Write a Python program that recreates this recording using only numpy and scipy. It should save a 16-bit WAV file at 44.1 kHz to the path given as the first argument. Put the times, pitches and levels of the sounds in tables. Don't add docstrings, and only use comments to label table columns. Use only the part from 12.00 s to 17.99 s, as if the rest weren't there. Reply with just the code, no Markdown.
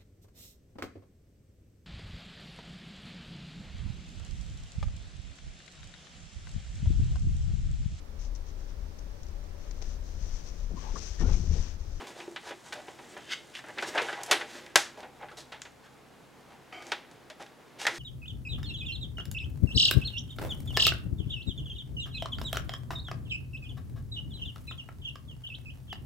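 import sys
import numpy as np
from scipy import signal
from scipy.fft import rfft, irfft
from scipy.io import wavfile
from scipy.ndimage import uniform_filter1d

SR = 44100
rng = np.random.default_rng(int(sys.argv[2]) if len(sys.argv) > 2 else 0)


def store_wav(level_fs):
    pcm = np.round(np.clip(np.atleast_2d(level_fs), -1, 1) * 32767)
    wavfile.write(sys.argv[1], SR, pcm.T.astype(np.int16))


N = 263945
TIME = np.arange(N) / SR


def undb(db):
    return 10 ** (np.asarray(db) / 20)


def unit(x):
    return x / np.sqrt(np.sum(x ** 2) + 1e-18)


def fade(t, t60):
    return np.exp(-np.log(1000) * t / t60)


def add(out, s, x):
    i = max(int(s * SR), 0)
    out[i:i + len(x)] += x[:max(len(out) - i, 0)]


def rfft_hz(size):
    return np.arange(size // 2 + 1) * SR / size


def slope(points, hz):
    f, db = np.transpose(points)
    return np.interp(np.log(hz + 1), np.log(f), db)


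def envelope(points, t=TIME):
    return undb(np.interp(t, *np.transpose(points)))


def walk(rate, size):
    return np.interp(np.arange(size) * rate / SR, np.arange(size), rng.standard_normal(size))


def noise(points):
    spectrum = rfft(rng.standard_normal(N)) * undb(slope(points, rfft_hz(N)))
    return unit(irfft(spectrum, N)) * np.sqrt(N)


def whiten(x, span=164):
    spectrum = rfft(x, 2 * len(x))
    power = uniform_filter1d(abs(spectrum) ** 2, span)
    return unit(irfft(spectrum / np.sqrt(power + 1e-12))[:len(x)])


def slips(size, rate, spread_db, hiss):
    strength = undb(spread_db * np.minimum(rng.exponential(size=size), 4))
    grains = (rng.random(size) < rate / SR) * strength * rng.standard_normal(size)
    return unit(unit(grains) + hiss * unit(rng.standard_normal(size))) * np.sqrt(size)


def card(push, thud_db, edge_hz, treble_db, note_hz, note_db, note_width=0.16, size=2048):
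    # f/Hz, level/dB
    card_colour = [(40, -44), (100, -21.5), (250, -15.5), (345, -3), (560, -3), (820, 0), (1130, -4.5),
                   (1600, -1.5), (2500, -5), (3500, -4.5), (5000, -8.5), (6500, -9.5), (11000, -21.5),
                   (15500, -37.5)]
    hz = rfft_hz(size)
    thud = thud_db / (1 + (hz / 800) ** 3)
    treble = treble_db / (1 + (edge_hz / (hz + 1)) ** 5)
    note = note_db / (1 + ((hz / note_hz - 1) / note_width) ** 2)
    db = slope(card_colour, hz) + thud + treble + note
    cepstrum = irfft(db * np.log(10) / 20)
    cepstrum[1:size // 2] *= 2
    cepstrum[size // 2 + 1:] = 0
    return signal.fftconvolve(push, irfft(np.exp(rfft(cepstrum))))


def room_tone(air_db=-57, side_db=-63, whine_db=-83):
    # f/Hz, level/dB
    air_colour = [(15, -42), (25, -32.5), (77, -14), (101, -9.5), (116, -5.5), (136, -5), (198, -5.5),
                  (267, -3), (349, -9), (457, -5.5), (648, -10.5), (703, -6.5), (1380, -12.5),
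                  (1800, -15.5), (15500, -36)]
    side_colour = [(25, -13), (45, -17), (75, -8.5), (105, -5), (135, 0.5), (400, -0.5), (1000, -9),
                   (4000, -20), (11000, -35), (16000, -45.5)]
    # f/Hz, level/dB
    hum_partials = [(43.5, -82.5), (74.5, -78.5), (134, -73)]
    # t/s, gain/dB
    hum_swell = [(0, 1.5), (2.5, 1.5), (3.3, 8), (4.1, 3.5), (5.99, -1.5)]
    air = noise(air_colour) * undb(air_db + 0.53 * walk(18, N))
    side = noise(side_colour) * undb(side_db)
    hum = np.zeros(N)
    for hz, db in hum_partials:
        amplitude = np.sqrt(2) * undb(db + 2 * walk(6.2, N))
        hum += amplitude * np.sin(2 * np.pi * hz * TIME + .6 * walk(4, N))
    whine = noise([(9500, -55.5), (10700, -15), (11100, 0), (11500, -16.5), (13000, -51)])
    return air + undb(whine_db) * whine + hum * envelope(hum_swell) + side * np.array([[1], [-1]])


def sleeve_rubs(build=0.65, release=1.3, edge_hz=3640):
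    # (card, or the bin's low ring near 342 Hz)
    strokes = [(0.013, .012, 0.026, -33.5, 8.5, -6.5, 1180), (0.072, 0.0057, 0.067, -39.5, 3, 6, 1070),
               (0.2, 0.057, 0.098, -40, 9, 0.5, 350), (0.319, 0.053, 0.063, -57, 23, 0, 390),
               (0.491, 0.069, 0.043, -34.5, 3, -2, 560), (0.669, 0.034, 0.08, -42.5, 1, -1, 8300),
               (0.765, 0.019, 0.11, -39, 8, -7, 710), (0.9, 0.047, 0.042, -42, -5, -5, 840),
               (1.115, 0.04, 0.061, -55.5, 4, 10, 8200), (1.58, .05, 0.03, -34, -25, -3, 2840),
               (1.699, 0.035, 0.022, -36, 8.5, -14, 1760), (1.81, 0.035, 0.24, -40, 7, 1, 1630),
               (1.878, .013, 0.034, -34.5, 8, 12, 345), (1.98, 0.046, 0.068, -19.5, -1, -21, 800),
               (2.055, .035, 0.53, -33, 2, -6.5, 790), (2.195, 0.026, 0.022, -35, 1, -35, 776),
               (2.307, 0.034, 0.011, -30.5, 6.5, -7.5, 810), (2.405, .014, 0.058, -32, 6, -4.5, 1550),
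               (2.55, 0.11, 0.14, -38, -14, 1, 340), (2.98, 0.0087, 0.085, -46, 17.5, 1, 880),
               (3.045, .027, 0.036, -37, 7, -27, 810), (3.24, 0.051, 0.032, -37, 5.5, -28, 790),
               (3.38, .012, 0.067, -41.5, 10.5, 10, 3800), (3.86, 0.037, 0.034, -48, -11, -1, 1700),
               (4.53, 0.046, 0.055, -47, 3, -7, 812), (4.89, 0.1, 0.073, -49, 10, 7, 770),
               (5.415, .025, 0.043, -37.5, 4.5, -5.5, 590), (5.82, .035, 0.084, -32.5, 0.5, 5.5, 2760),
               (5.885, 0.0098, 0.039, -27.5, 7, -8, 1750), (5.967, 0.07, 0.15, -37.5, -11, 3.5, 2100)]
    # rub level/dB, note boost/dB
    note_damping = [(-67, 11.5), (-44.5, 7.5), (-25, 3.5)]
    out = np.zeros(N)
    for s, rise, fall, db, thud_db, treble_db, note_hz in strokes:
        t = np.arange(int((rise + fall) * SR)) / SR
        speed = np.minimum((t / rise) ** build, np.clip((rise + fall - t) / fall, 0, 1) ** release)
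        friction = slips(len(t), rate=3000, spread_db=1.5, hiss=0.91) * undb(1.424 * walk(160, len(t)))
        note_db = np.interp(db, *np.transpose(note_damping))
        rub = card(speed * friction, thud_db, edge_hz, treble_db, note_hz, note_db)
        add(out, s - rise, undb(db) * rub)
    return out


def card_shuffle(gain_db=-4, stick_db=-60):
    # t/s, level/dB
    hand_effort = [(0, -43), (0.3, -62.5), (1.08, -52.5), (1.37, -53.5), (1.62, -57.5), (1.85, -45.5),
                   (2.0, -41.5), (2.22, -70), (2.35, -48.5), (2.8, -52), (3.6, -66), (4.04, -58),
                   (4.6, -59), (4.91, -49), (5.1, -56.5), (5.65, -58.5), (5.95, -50)]
    motion = np.sqrt(np.maximum(envelope(hand_effort) ** 2 - undb(stick_db) ** 2, 0))
    rustle = noise([(60, -37), (200, -1), (340, 9), (800, -3), (1150, -7.5), (1700, -1),
                    (3500, -7.5), (8000, -29.5)])
    return undb(gain_db) * motion * rustle * undb(2.56 * walk(45, N))


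def film_crinkle(flutter_db=-1.5, drift_db=0.5, ticks_per_s=14, tick_db=-9):
    # t/s, level/dB
    crinkle_levels = [(0, -62.5), (1.4, -63.5), (1.65, -65), (1.85, -56), (2.1, -52.5), (2.23, -69.5),
                      (2.6, -69.5), (2.9, -72), (5.99, -79)]
    film = np.zeros(N)
    for hz in (3500, 7300, 8500):
        buckles = slips(N, rate=460, spread_db=0.5, hiss=1.0)
        buckles *= undb(flutter_db * walk(28, N) + drift_db * walk(3.7, N))
        film += unit(card(buckles, thud_db=-16, edge_hz=4200, treble_db=8.2, note_hz=hz, note_db=6.5)[:N])
    pops = (rng.random(N) < ticks_per_s / SR) * (2 * rng.random(N) - 1)
    ticks = card(pops, thud_db=-3, edge_hz=5500, treble_db=12.5, note_hz=9000, note_db=3.5)[:N]
    return envelope(crinkle_levels) * (unit(film) + undb(tick_db) * unit(ticks)) * np.sqrt(N)


def pack_knocks(edge_hz=4920, crack_hz=4000, crack_share=0.42, rise_s=.0004, size=6000):
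    # t/s, chatter t60/s, level/dB, thud/dB, treble/dB,
    # ringing note of the contact f/Hz (card, or the bin's low ring near 342 Hz), note boost/dB
    blows = [(0.202, 0.071, -5.5, -16, -14, 2490, 7.5), (0.277, 0.035, -21, 27.5, -6, 391, 9),
             (0.361, 0.081, 5, -13.5, -19.5, 1600, -2), (0.508, 0.12, -1, 8, -29, 372, 6),
             (0.7244, 0.077, -1, -5, -8, 1610, 6.5), (0.729, .035, -1, -6, -5, 3680, 2.5),
             (0.738, .03, -13.5, 3, 10, 610, -1), (0.883, 0.03, -8.5, 11.5, -29, 860, 3),
             (0.988, .07, -11, 4.5, -30, 960, 5), (1.166, 0.15, -6.5, 9, -26, 1690, 6),
             (1.552, 0.039, -2.5, -47, -9, 2850, 8), (1.591, .033, -10, -5, -7, 1860, 9.5),
             (1.64, .09, -10.5, 7, -35, 1600, 8), (1.775, 0.13, -4.5, 7, -30, 1700, 11),
             (1.784, 0.078, 7.5, -19, -19.5, 2200, 5.5), (1.824, 0.16, 4, 6.5, -5, 1530, 7.5),
             (1.949, 0.17, -6, 12.5, 2, 596, 18), (1.978, 0.12, 13.5, -8, -19, 2560, 6.5),
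             (2.018, 0.078, 2, 6, -5, 446, 11), (2.085, 0.18, 3.5, 2.5, -43, 1540, 8.5),
             (2.127, 0.12, 2, 5, -18, 1670, 5), (2.234, .032, -11, 5, 19.5, 6170, 0.5),
             (2.262, 0.099, -11.5, -14, 7, 11000, 9), (2.3121, 0.17, 21.5, -6, -1.5, 342, 8),
             (2.3122, .012, 5.5, -16, 8, 12700, 10), (2.411, .07, 3.5, -1.5, -22, 2000, 5),
             (2.6633, 0.031, -12, -16, -1.5, 2180, 8), (2.7575, 0.037, 22, -2.5, 5, 1600, 5),
             (2.973, .07, -19.5, 11, -17, 880, 9), (3.005, 0.027, -14, -6, -1.5, 3900, 2),
             (3.03, 0.061, -9, 8, -17, 800, 0), (3.223, 0.11, -11, 11, -24, 785, -6),
             (3.285, 0.083, -10.5, -5, -29, 1750, 7), (3.314, 0.14, -16, 15.5, -4, 1340, 11),
             (3.52, 0.25, -0.5, -4, -14, 855, 2.5), (3.618, 0.025, -6.5, -24, -0.5, 7000, 11.5),
             (3.652, 0.13, -7.5, -5, -14, 1940, 3.5), (4.726, 0.037, -12.5, -3, -22.5, 2250, 14),
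             (4.823, .036, -17.5, 3, 4, 1710, 7), (4.868, .015, -21, 5, 9.5, 6500, 8),
             (4.9184, 0.08, 12, -5.5, -11.5, 342, 1.5), (5.113, 0.043, -22, 8, 5.5, 680, 3),
             (5.3, 0.093, -5.5, -16, -4.5, 612, 17), (5.424, 0.036, -14.5, 3, 3.5, 2230, 7),
             (5.464, .033, -14.5, -16, -8.5, 510, 4), (5.8521, 0.023, -1, 2.5, -12, 1860, 18),
             (5.8675, 0.066, 14.5, -9, -4, 1880, 8.5)]
    direct, push = np.zeros(N), np.zeros(N)
    t = np.arange(size) / SR
    attack = 1 - np.exp(-t / rise_s)
    lowpass = signal.butter(2, crack_hz, fs=SR, output="sos")
    for s, t60, db, thud_db, treble_db, note_hz, note_db in blows:
        response = undb(db) * card([1], thud_db, edge_hz, treble_db, note_hz, note_db)
        contacts = rng.standard_normal(size)
        body = signal.sosfiltfilt(lowpass, contacts)
        chatter = body * fade(t, t60) + (contacts - body) * fade(t, crack_share * t60)
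        add(direct, s - rise_s, signal.fftconvolve(whiten(chatter * attack), response))
        send_db = np.interp(db, [0, 20], [-2.5, -2])
        add(push, s, undb(send_db) * response)
    return direct, push


def scrape(stroke, modes):
    start, end = stroke[0][0], stroke[-1][0]
    t = np.arange(int(start * SR), int(end * SR)) / SR
    friction = slips(len(t), rate=2800, spread_db=2.5, hiss=0.99) * undb(1.2 * walk(247, len(t)))
    hz = rfft_hz(len(t))
    sheet_power = sum(undb(2 * db) / (1 + (2 * (hz - f) / width) ** 2) ** 1.3 for f, width, db in modes)
    rasp = unit(irfft(rfft(friction) * np.sqrt(sheet_power), len(t))) * np.sqrt(len(t))
    out = np.zeros(N)
    add(out, start, rasp * envelope(stroke, t))
    return out


def pack_draw():
    # t/s, level/dB
    stroke = [(1.17, -59.5), (1.275, -57), (1.3, -42), (1.336, -30.5), (1.345, -42), (1.351, -69)]
    # f/Hz, width/Hz, level/dB
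    pack_modes = [(1670, 340, -3.5), (2070, 230, -4), (2710, 480, -3), (3110, 200, 2.5), (3580, 300, -2.5),
                  (4720, 710, -9), (6200, 1000, -13.5), (8040, 1600, -24)]
    return scrape(stroke, pack_modes)


def edge_drag():
    # t/s, level/dB
    stroke = [(4.722, -71), (4.726, -44.5), (4.8, -50), (4.86, -59.5), (4.915, -61)]
    # f/Hz, width/Hz, level/dB
    card_modes = [(320, 220, -11), (726, 104, 2), (1224, 100, -0.5), (1480, 100, -6), (2260, 200, 0),
                  (3095, 87, -0.5), (4650, 150, -10.5), (6000, 2200, -23.5)]
    return scrape(stroke, card_modes)


def bin_ring(push, ring_db=-17, size=16000):
    # f/Hz, level/dB, t60/s
    wall_modes = [(342.4, 3.5, 0.24), (596.8, 8.5, .16), (694, -6.5, 0.13), (835, 6.5, 0.1335),
                  (967, 8, 0.12), (1230, -9.5, .12), (1420, -5.5, 0.17), (1495, 3, 0.12), (1662, 5, 0.13),
                  (1959, 1.5, 0.11), (2126, 1, .1), (4405, -8.5, .08)]
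    t = np.arange(size) / SR
    ring = sum(undb(db) * unit(np.cos(2 * np.pi * hz * t) * fade(t, t60)) for hz, db, t60 in wall_modes)
    return undb(ring_db) * signal.fftconvolve(push, unit(ring))[:N]


def room(x, early_db=-10, tail_db=-6.5, side_db=-14, size=20000):
    bands_hz, t60s = (400, 3500, 12000), (0.28, 0.29, 0.23)
    t = np.arange(size) / SR
    hz = rfft_hz(size)
    responses = []
    for _ in range(2):
        diffuse = rfft(rng.standard_normal(size))
        bands = [irfft(diffuse * np.interp(hz, bands_hz, share), size) for share in np.eye(3)]
        tail = sum(band * fade(t, t60) for band, t60 in zip(bands, t60s))
        tail *= np.clip((t - .004) / .008, 0, 1)
        early = slips(size, rate=1500, spread_db=6, hiss=0.28) * (t > .003) * fade(t, 0.065)
        responses.append(undb(early_db) * whiten(early, span=324) + undb(tail_db) * unit(tail))
    mid, side = (signal.fftconvolve(x, response)[:N] for response in responses)
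    return mid + undb(side_db) * side * np.array([[1], [-1]])


def scene(sliding_send_db=-2):
    sliding = sleeve_rubs() + card_shuffle() + film_crinkle() + pack_draw() + edge_drag()
    knocks, push = pack_knocks()
    drive = undb(sliding_send_db) * sliding + push
    return sliding + knocks + bin_ring(drive) + room(drive) + room_tone()


def record(dry):
    ceiling, top_hz = .9, 15900
    rounded = dry / (1 + (dry / ceiling) ** 6) ** (1 / 6)
    return signal.sosfilt(signal.ellip(10, .2, 80, top_hz, fs=SR, output="sos"), rounded)


dry = scene()
out = record(dry)
store_wav(out)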